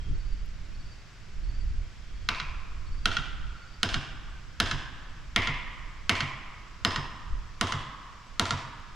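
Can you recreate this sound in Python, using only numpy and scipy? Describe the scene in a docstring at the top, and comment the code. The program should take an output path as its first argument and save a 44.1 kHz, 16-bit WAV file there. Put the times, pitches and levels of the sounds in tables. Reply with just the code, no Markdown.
"""At the edge of a wood, across a lawn: gusts rumble at the microphone over a hush of leaves, all shaped noise.
From the start two high insects pulse, a far throbbing trill swells twice, and a cricket whistles until about 3.6 s.
At 2.3 s a sledge begins driving a wedge into a large tree: nine blows, the last at 8.4 s.
Each blow cracks (damped modes), thumps the trunk, rings the steel and rolls off among the trees (scattered
noise), then returns off nearby trunks and a wall behind the microphone. Two tiny noise ticks lie in the grass."""
import sys
import numpy as np
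from scipy import signal
from scipy.fft import rfft, irfft, next_fast_len
from scipy.io import wavfile

SR = 44100
rng = np.random.default_rng(int(sys.argv[2]) if len(sys.argv) > 2 else 0)


def output_pcm(signal):
    """Save a mono or channel-first signal as 16-bit PCM at the path in sys.argv[1].

    Samples are clipped to [-1, 1] before scaling.
    """
    pcm = np.clip(np.atleast_2d(signal).T, -1, 1) * 32767
    wavfile.write(sys.argv[1], SR, np.round(pcm).astype(np.int16))


N = 394694  # samples, nearly 9 s

# Levels in the tables are relative: further gains and filters act on them.
# breeze at the microphone: time_s, level_db
BREEZE = [(0.0, -30), (1.2, -47), (1.32, -37.5), (1.68, -27.5), (2.04, -43), (2.16, -36.5), (3.48, -35.5),
          (3.6, -48), (3.96, -43.5), (4.08, -41), (6.24, -40), (6.36, -48), (7.32, -41), (8.16, -52),
          (8.52, -41), (8.64, -50), (8.94, -49)]
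# sudden gusts: peak_s, length_s, rumble_db, buffeting_db
GUSTS = [(.115, .1, -28, -37), (3.96, .1, -31, -44), (7.335, .16, -33, -51)]
# colour of the wind at the microphone: frequency_hz, level_db per Hz
WIND_COLOUR = [(9, 0), (15, 1), (29, 1.5), (45, -2.5), (61, -6.5), (93, -10.5), (124, -12), (210, -25),
               (269, -27.5), (350, -29.5), (600, -49), (780, -77), (1320, -120)]
# left-right likeness of the wind: frequency_hz, likeness (0 to 1)
WIND_LIKENESS = [(25, 0.66), (70, 1), (200, 0.93)]
RUMBLE_DB, FLUTTER_DB, FLUTTER_S = 0.5, 2.5, 0.12  # rumble over the breeze; its random unsteadiness
BUFFET_DB, BUFFET_FOLLOWS = -31.5, 0.49  # buffeting grows more slowly than rumble: dB, dB per dB of breeze

# colour of the leaves: frequency_hz, level_db per Hz
LEAVES_COLOUR = [(150, 0.5), (250, -9.5), (350, -11.5), (620, -11.5), (674, -11), (784, -13.5),
                 (1510, -7.5), (1820, -9.5), (2260, -9.5), (4070, -16), (4510, -15), (5070, -14),
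                 (7590, -23.5), (8250, -32), (13900, -45)]
# left-right likeness of the leaves: frequency_hz, likeness (0 to 1)
LEAVES_LIKENESS = [(60, 0.91), (130, 1), (280, 0.79), (610, 0.76), (1320, 0.8), (2870, 0.59), (6210, 0.49),
                   (13400, 0.99)]
LEAVES_DB = -53.5

# swells of the far insect trill: peak_s, length_s, level_db
TRILLS = [(.01, 0.36, -61.5), (2.25, 1, -66)]
TRILL_HZ, TRILL_WIDTH_HZ, TRILL_PER_S = 3240, 90, 24
# cricket chirps: start_s, level_db
CRICKET_CHIRPS = [(.14, -61), (.74, -60), (1.429, -59), (2.15, -67), (2.86, -60), (3.559, -61)]
# pulses within a chirp: delay_s, pitch_hz (at the top of its arch), level_db
CRICKET_PULSES = [(0, 4470, 2), (.055, 4570, 3.5), (.11, 4660, 3.5), (.172, 4630, 4.5)]
# steady insects: pitch_hz, chirps_per_s, level_db
INSECTS = [(7850, 6.3, -75), (7550, 6.6, -76)]
# tiny ticks in the grass: start_s, level_db
TICKS = [(.46, -52), (8.799, -56)]

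# reflections off nearby trunks and the wall: delay_s, level_db
ECHOES = [(0.0587, -5.5), (0.1113, 2), (0.1184, -16), (0.1265, -12.5)]
# colour of those reflections: frequency_hz, level_db
ECHO_COLOUR = [(60, -19.5), (100, -3), (150, -15.5), (220, -8.5), (600, -11.5), (1200, -4.5), (4000, -9.5),
               (7000, -9), (10000, -18.5), (15000, -26)]
# ring of the closest trunks: frequency_hz, t60_s
CLOSE_TRUNKS = [(500, 0.33), (2000, 0.26), (5000, 0.21), (10000, 0.17)]
# ring of the deep wood: frequency_hz, t60_s
FOREST = [(100, 2.24), (500, 0.64), (1100, 2.63), (2000, 1.58), (3500, 1.38), (6000, 0.63), (12000, 0.72)]
NEAR_DB, FARTHER_DB, FOREST_DB = -2.5, -6, -7.5  # closest trunks, those behind them, the deep wood

# waves in the struck trunk, with a late boom: delay_s, pitch_hz, level_db, t60_s
TRUNK = [(0.0018, 227, -13, 0.017), (0.023, 1000, -24, 0.055), (0.00794, 690, -28, 0.057),
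         (0.031, 523, -34.5, 0.061), (.031, 371, -27.5, 0.061), (0.01225, 262, -32, 0.168),
         (0.0262, 92.3, -23, 0.15), (.13, 140, -27.5, 0.22)]
# colour of the trunk's dense knock: frequency_hz, level_db
KNOCK = [(40, -31), (100, 13), (200, 17.5), (330, 13), (450, 11), (700, 11), (1000, 0), (1600, 6),
         (4000, -32)]
THUD_DB, SLACK_DB, SEATING_BLOWS = 0.14, -11, 1.52  # a loose wedge barely moves the trunk, then it seats

# free ring of the steel: pitch_hz, level_db, t60_s
STEEL = [(5080, -39.5, 0.47), (5140, -40, 0.64), (4700, -48, 0.36), (7400, -52, 0.19)]
STEEL_ECHO_DB = -1  # a little less of the ring is reflected

# modes of the struck wedge and the wood gripping it: pitch_hz (before detuning), width_hz, level_db
CRACK = [(1000, 440, 9), (1304, 116, 18), (1459, 59, 23.5), (1838, 170, 18), (2125, 87, 15),
         (2396, 730, 18.5), (2700, 180, 18.5), (3180, 230, 19.5), (3580, 120, 17.5), (4054, 280, 18.5),
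         (4170, 350, 14.5), (5330, 1260, 17), (6530, 810, 13.5), (8580, 180, -2.5), (10190, 380, 4.5),
         (12600, 1300, -3)]
CRACK_DB, CRACK_FOLLOWS = -1.94, 0.73  # level, and dB per dB of a blow's strength
CRACK_BRIGHTENS = 1.33  # dB per dB of a blow's edge
CRACK_BODY_DB, CRACK_BODY_HZ, CRACK_BODY_OCTAVES = -2.5, 1180, 1  # thin in the low middle

# colour of what the wedge sends sideways among the trees: frequency_hz, level_db
CLACK = [(100, -42), (450, -1.5), (750, 1), (1000, 7), (1400, 5), (2000, 6), (4000, 3.5), (6000, -3),
         (7200, -9), (8600, -16), (10500, -23), (14000, -44)]
CUT_HZ, CUT_OCTAVES = 1087, 0.33  # the saw cut keeps its pitch
WEDGE_OCTAVES = 0.25  # width of the wedge's own clang
EDGE_BAND_HZ, EDGE_OCTAVES = 8600, 0.5  # a square blow has a sharp edge here

# one row a blow; the gripping wood mostly climbs in pitch as it tightens, and drops when it gives: start_s,
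# strength_db, cut_db, grip_hz, grip_width_octaves, grip_db, clang_hz, clang_db, edge_db, steel_ring_db,
# second_crack_db, echo_db
BLOWS = [(2.2885, -1.5, 7, 1410, 0.23, 5, 2440, 9, -5, -19, -10.5, -4),
         (3.0566, 1, -5, 1363, .2, 12.5, 3070, 6.5, 0, -20, -10, -2),
         (3.831, 0.25, -1, 1530, 0.15, 7.5, 3100, 6, 2.5, -3.5, -16, -.5),
         (4.601, 1.5, 2.5, 1680, 0.19, 8, 3170, 6.5, 2.5, -3, -8.5, -2.5),
         (5.3614, 0, 9, 2100, .3, 15.5, 3140, 10, -0.5, -9, -14.5, -3),
         (6.0943, 1, 9, 2100, 0.23, 12.5, 2900, 7.5, 2.5, -8, -8, -3),
         (6.849, 0.5, 10.5, 1880, 0.2, 7.5, 3100, 4.5, 0, 2, -14, -3),
         (7.6113, -1, 13, 1950, 0.17, 5.5, 3200, 7, 5.5, -11, -28, -1.5),
         (8.396, 2, 6, 930, 0.075, 6, 3500, 0.5, 3.5, -27, -27, 0)]

TOP_HZ = 14300


def amp(db):
    """Amplitude factor of a level in dB."""
    return 10 ** (np.asarray(db) / 20)


def evened(x):
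    """Scale to an rms of 1."""
    return x / np.sqrt(np.mean(x ** 2) + 1e-20)


def read(points, hz):
    """A spectrum joined by straight lines over log frequency."""
    f, value = np.transpose(points)
    return np.interp(np.log(hz + 1), np.log(f + 1), value)


def add(mix, start_s, sound):
    """Lay a sound into the mix, cut off at the mix's end."""
    part = mix[..., round(start_s * SR):][..., :sound.shape[-1]]
    part += sound[..., :part.shape[-1]]


def convolve(x, response):
    """Pass x through a response, keeping the length of x."""
    return signal.fftconvolve(np.atleast_2d(x), np.atleast_2d(response), axes=1)[:, :x.shape[-1]]


def bell(hz, centre_hz, octaves):
    """A broad-topped peak of height 1 over log frequency."""
    return np.exp(-abs(np.log2((hz + 1) / centre_hz) / octaves) ** 2.6)


def hump(t, peak_s, length_s):
    """A smooth swell from 0 to 1 and back; about a fifth high half a length from its peak."""
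    return np.exp(-np.pi * ((t - peak_s) / length_s * np.sqrt(2)) ** 2)


def colour(gain_db, size=4096):
    """Causal (minimum-phase) impulse response whose gain follows the function gain_db(hz)."""
    log_gain = np.log(amp(gain_db(abs(np.fft.fftfreq(size, 1 / SR)))))
    return np.fft.ifft(np.exp(np.conj(signal.hilbert(log_gain)))).real[:size // 2]


def pair(a, b, likeness):
    """Two channels with the given likeness, from two unrelated signals."""
    likeness = np.clip(likeness, 0, 1)
    return np.sqrt((1 + likeness) / 2) * a + np.sqrt((1 - likeness) / 2) * np.array([b, -b])


def noise(points, likeness, tilt=lambda hz: 1):
    """Stereo noise of rms 1 with the given spectrum, left-right likeness and extra gain tilt(hz)."""
    size = next_fast_len(N, True)
    hz = np.fft.rfftfreq(size, 1 / SR)
    spectrum = pair(*rfft(rng.standard_normal((2, size))), read(likeness, hz))
    return evened(irfft(spectrum * amp(read(points, hz)) * tilt(hz), size)[:, :N])


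def scatter(start_s, rise_s, t60, likeness, grain_db=0):
    """Many small random reflections of energy 1 a channel on average; t60 is in s or a table over frequency."""
    t = np.arange(2 * SR) / SR
    grain = np.repeat(rng.standard_normal(len(t) // 50), 50)  # uneven in clumps of 50 samples
    taps = rng.standard_normal((2, len(t))) * amp(grain_db * grain)
    hz, when, z = signal.stft(pair(*taps, likeness), SR, nperseg=256)
    life = read(t60, hz)[:, None] if np.ndim(t60) else t60
    tail = signal.istft(z * amp(-60 * when / life), SR, nperseg=256)[1][:, :len(t)]
    tail = tail * (1 - np.exp(-t / rise_s))
    tail = np.pad(tail, ((0, 0), (round(start_s * SR), 0)))[:, :len(t)]
    return tail / np.linalg.norm(tail) * np.sqrt(2)


def ring(modes, t):
    """Free vibration: dying sines of alternating sign."""
    out = 0
    for k, (hz, db, t60) in enumerate(modes):
        decay = np.exp(-np.log(1000) * t / t60)
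        out = out + (-1) ** k * amp(db) * decay * np.sin(2 * np.pi * hz * t)
    return out


def leaves():
    """A far, even hush: steady coloured noise."""
    return amp(LEAVES_DB) * noise(LEAVES_COLOUR, LEAVES_LIKENESS)


def wind(split_hz=65):
    """Eddies at the microphone ports, stronger on the right: deep rumble with buffeting above it."""
    t = np.arange(N) / SR
    knots = np.arange(0, t[-1] + FLUTTER_S, FLUTTER_S)
    flutter = np.interp(t, knots, rng.standard_normal(len(knots)))
    breeze_db = np.interp(t, *np.transpose(BREEZE)) + FLUTTER_DB * flutter
    rumble = amp(RUMBLE_DB + breeze_db)
    buffet = amp(BUFFET_DB + BUFFET_FOLLOWS * breeze_db)
    for peak_s, length_s, rumble_db, buffet_db in GUSTS:
        gust = hump(t, peak_s, length_s)
        rumble = rumble + amp(rumble_db) * gust
        buffet = buffet + amp(buffet_db) * gust
    low = noise(WIND_COLOUR, WIND_LIKENESS, lambda hz: 1 / np.hypot(1, (hz / split_hz) ** 4))
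    high = noise(WIND_COLOUR, WIND_LIKENESS, lambda hz: 1 / np.hypot(1, (split_hz / (hz + 1)) ** 4))
    return (rumble * low + buffet * high) * amp([[-1.7], [1.3]])


def trill(depth=0.5):
    """A far insect's buzz: a narrow noise band, throbbing in level, that swells and fades."""
    t = np.arange(N) / SR
    buzz = noise(LEAVES_COLOUR, LEAVES_LIKENESS, lambda hz: 1 / (1 + ((hz - TRILL_HZ) / TRILL_WIDTH_HZ) ** 2))
    throb = 1 + depth * np.sin(2 * np.pi * TRILL_PER_S * t)
    swells = sum(amp(db) * hump(t, peak_s, length_s) for peak_s, length_s, db in TRILLS)
    return buzz * throb * swells


def chirp(hz, length_s, arch):
    """A short whistle that rises and falls in both level and pitch."""
    swell = np.sin(np.linspace(0, np.pi, round(length_s * SR)))
    return swell * np.sin(2 * np.pi * np.cumsum(hz * (1 + arch * (swell - 1))) / SR)


def cricket(calls):
    """Chirps of four whistled pulses each."""
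    for start_s, db in CRICKET_CHIRPS:
        for delay_s, hz, pulse_db in CRICKET_PULSES:
            add(calls, start_s + delay_s, amp(db + pulse_db) * chirp(hz, 0.031, 0.042))


def insects(calls):
    """Higher whistles at steady rates, slightly uneven in time and level."""
    for hz, rate, db in INSECTS:
        for start_s in np.arange(0, N / SR, 1 / rate):
            level = amp(db + rng.normal(0, 1.8))
            add(calls, start_s + rng.uniform(0, 0.0054), level * chirp(hz, 0.046, 0.022))


def grass_ticks():
    """Tiny ticks: noise dying away within a few milliseconds."""
    ticks, n = np.zeros(N), np.arange(200)
    for start_s, db in TICKS:
        add(ticks, start_s, amp(db) * rng.standard_normal(200) * np.exp(-n / 35))
    return ticks


def wildlife():
    """Cricket and insects, blurred by distance with scattered sound, and the ticks left dry."""
    calls = np.zeros(N)
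    cricket(calls)
    insects(calls)
    blur = amp(-2.5) * convolve(calls, scatter(0.01, 0.01, 0.8, 0.45))
    return calls + grass_ticks() + blur


def echoes(x):
    """Nearby trunks and the wall behind the microphone repeat a blow, recoloured and slightly smeared."""
    back, out = convolve(x, colour(lambda hz: read(ECHO_COLOUR, hz))), np.zeros(x.shape)
    back = back + amp(-6) * convolve(back, scatter(0.001008, 0.00077, 0.02, 1.0))
    for delay_s, db in ECHOES:
        add(out, delay_s, amp(db) * back)
    return out


def near_trees():
    """The closest trunks and those behind them scatter sound back in two clusters."""
    closest = scatter(0.0027, 0.00022, CLOSE_TRUNKS, 0.84, grain_db=3)
    behind = scatter(0.06, 0.0082, 0.39, 0.89, grain_db=2.0)
    return amp(NEAR_DB) * closest + amp(FARTHER_DB) * behind


def deep_wood():
    """The wood's long tail, lasting differently at each frequency."""
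    return amp(FOREST_DB) * scatter(0.03, 0.0041, FOREST, 0.7, grain_db=2.5)


def thud(t, swell_s=0.0035):
    """The trunk's answer: delayed, decaying modes in a dense dull knock."""
    knock = scatter(0.001775, 0.009, 0.16, 1.0) + amp(-8.0) * scatter(0.05, 0.0046, FOREST, 0.97)
    out = convolve(knock, colour(lambda hz: read(KNOCK, hz)))
    for delay_s, *mode in TRUNK:
        add(out, delay_s, ring([mode], t) * (1 - np.exp(-t / swell_s)))
    return out


def crack(t, phases, tilt_db, detune=0.036, rise_s=0.00058):
    """Steel meets wedge: heavily damped, randomly detuned modes, weighted by the function tilt_db(hz)."""
    hz, width, db = np.transpose(CRACK)[:, :, None]
    size = amp(db + tilt_db(hz)) * 2 * np.pi * width / SR
    hz = hz * (1 + detune * rng.standard_normal(hz.shape))
    modes = size * np.exp(-np.pi * width * t) * np.sin(2 * np.pi * (hz * t + phases))
    return modes.sum(0) * (1 - np.exp(-t / rise_s))


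def hammering(direct_share=0.5, bounce_s=0.0046, crack_likeness=0.8):
    """Each blow: a crack, the trunk's thud, the steel's ring, a clack scattered by the wood, and echoes."""
    t, out = np.arange(2 * SR) / SR, np.zeros((2, N))
    crack_t = t[:SR // 8]
    # these answer every blow alike
    phases = rng.random((2, len(CRACK), 1))
    trunk, steel, near = thud(t), ring(STEEL, t), near_trees()
    for k, (start_s, strength_db, cut_db, grip_hz, grip_octaves, grip_db, clang_hz, clang_db,
            edge_db, ring_db, bounce_db, echo_db) in enumerate(BLOWS):
        def seat(hz):
            """Resonances of the cut, the gripping wood and the wedge."""
            cut = cut_db * bell(hz, CUT_HZ, CUT_OCTAVES)
            grip = grip_db * bell(hz, grip_hz, grip_octaves)
            return cut + grip + clang_db * bell(hz, clang_hz, WEDGE_OCTAVES)

        def edge(hz):
            """The treble of a square blow."""
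            return edge_db * bell(hz, EDGE_BAND_HZ, EDGE_OCTAVES)

        def tilt(hz):
            """The crack's balance of edge and body."""
            body = CRACK_BODY_DB * bell(hz, CRACK_BODY_HZ, CRACK_BODY_OCTAVES)
            return CRACK_BRIGHTENS * edge(hz) + body

        clack = convolve(near + deep_wood(), colour(lambda hz: read(CLACK, hz) + seat(hz) + edge(hz)))

        contact = pair(*(crack(crack_t, p, tilt) for p in phases), crack_likeness)
        second_crack = amp(bounce_db) * crack(crack_t, phases[0], tilt)  # the crack sounds again once, a few milliseconds later
        add(contact, bounce_s * rng.uniform(0.8, 1.1), second_crack)
        direct = convolve(contact, colour(lambda hz: direct_share * seat(hz)))

        thud_db = THUD_DB + SLACK_DB * np.exp(-k / SEATING_BLOWS)
        blow = amp(strength_db) * clack + amp(thud_db) * trunk
        add(blow, 0, amp(CRACK_DB + CRACK_FOLLOWS * strength_db) * direct)
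        ping = amp(ring_db) * steel
        reflected = amp(echo_db) * echoes(blow + amp(STEEL_ECHO_DB) * ping)
        add(out, start_s, blow + ping + reflected)
    return out


def scene():
    """The wood's edge, with the hammering slightly right of centre."""
    background = leaves() + wind() + trill() + wildlife()
    return background + hammering() * amp([[-0.55], [0.55]])


def record(dry):
    """A steep low-pass: nothing sounds above about 14 kHz."""
    low_pass = signal.firwin(255, TOP_HZ, window=("kaiser", 8), fs=SR)
    return signal.oaconvolve(dry, low_pass[None], "same")


dry = scene()
out = record(dry)
output_pcm(out)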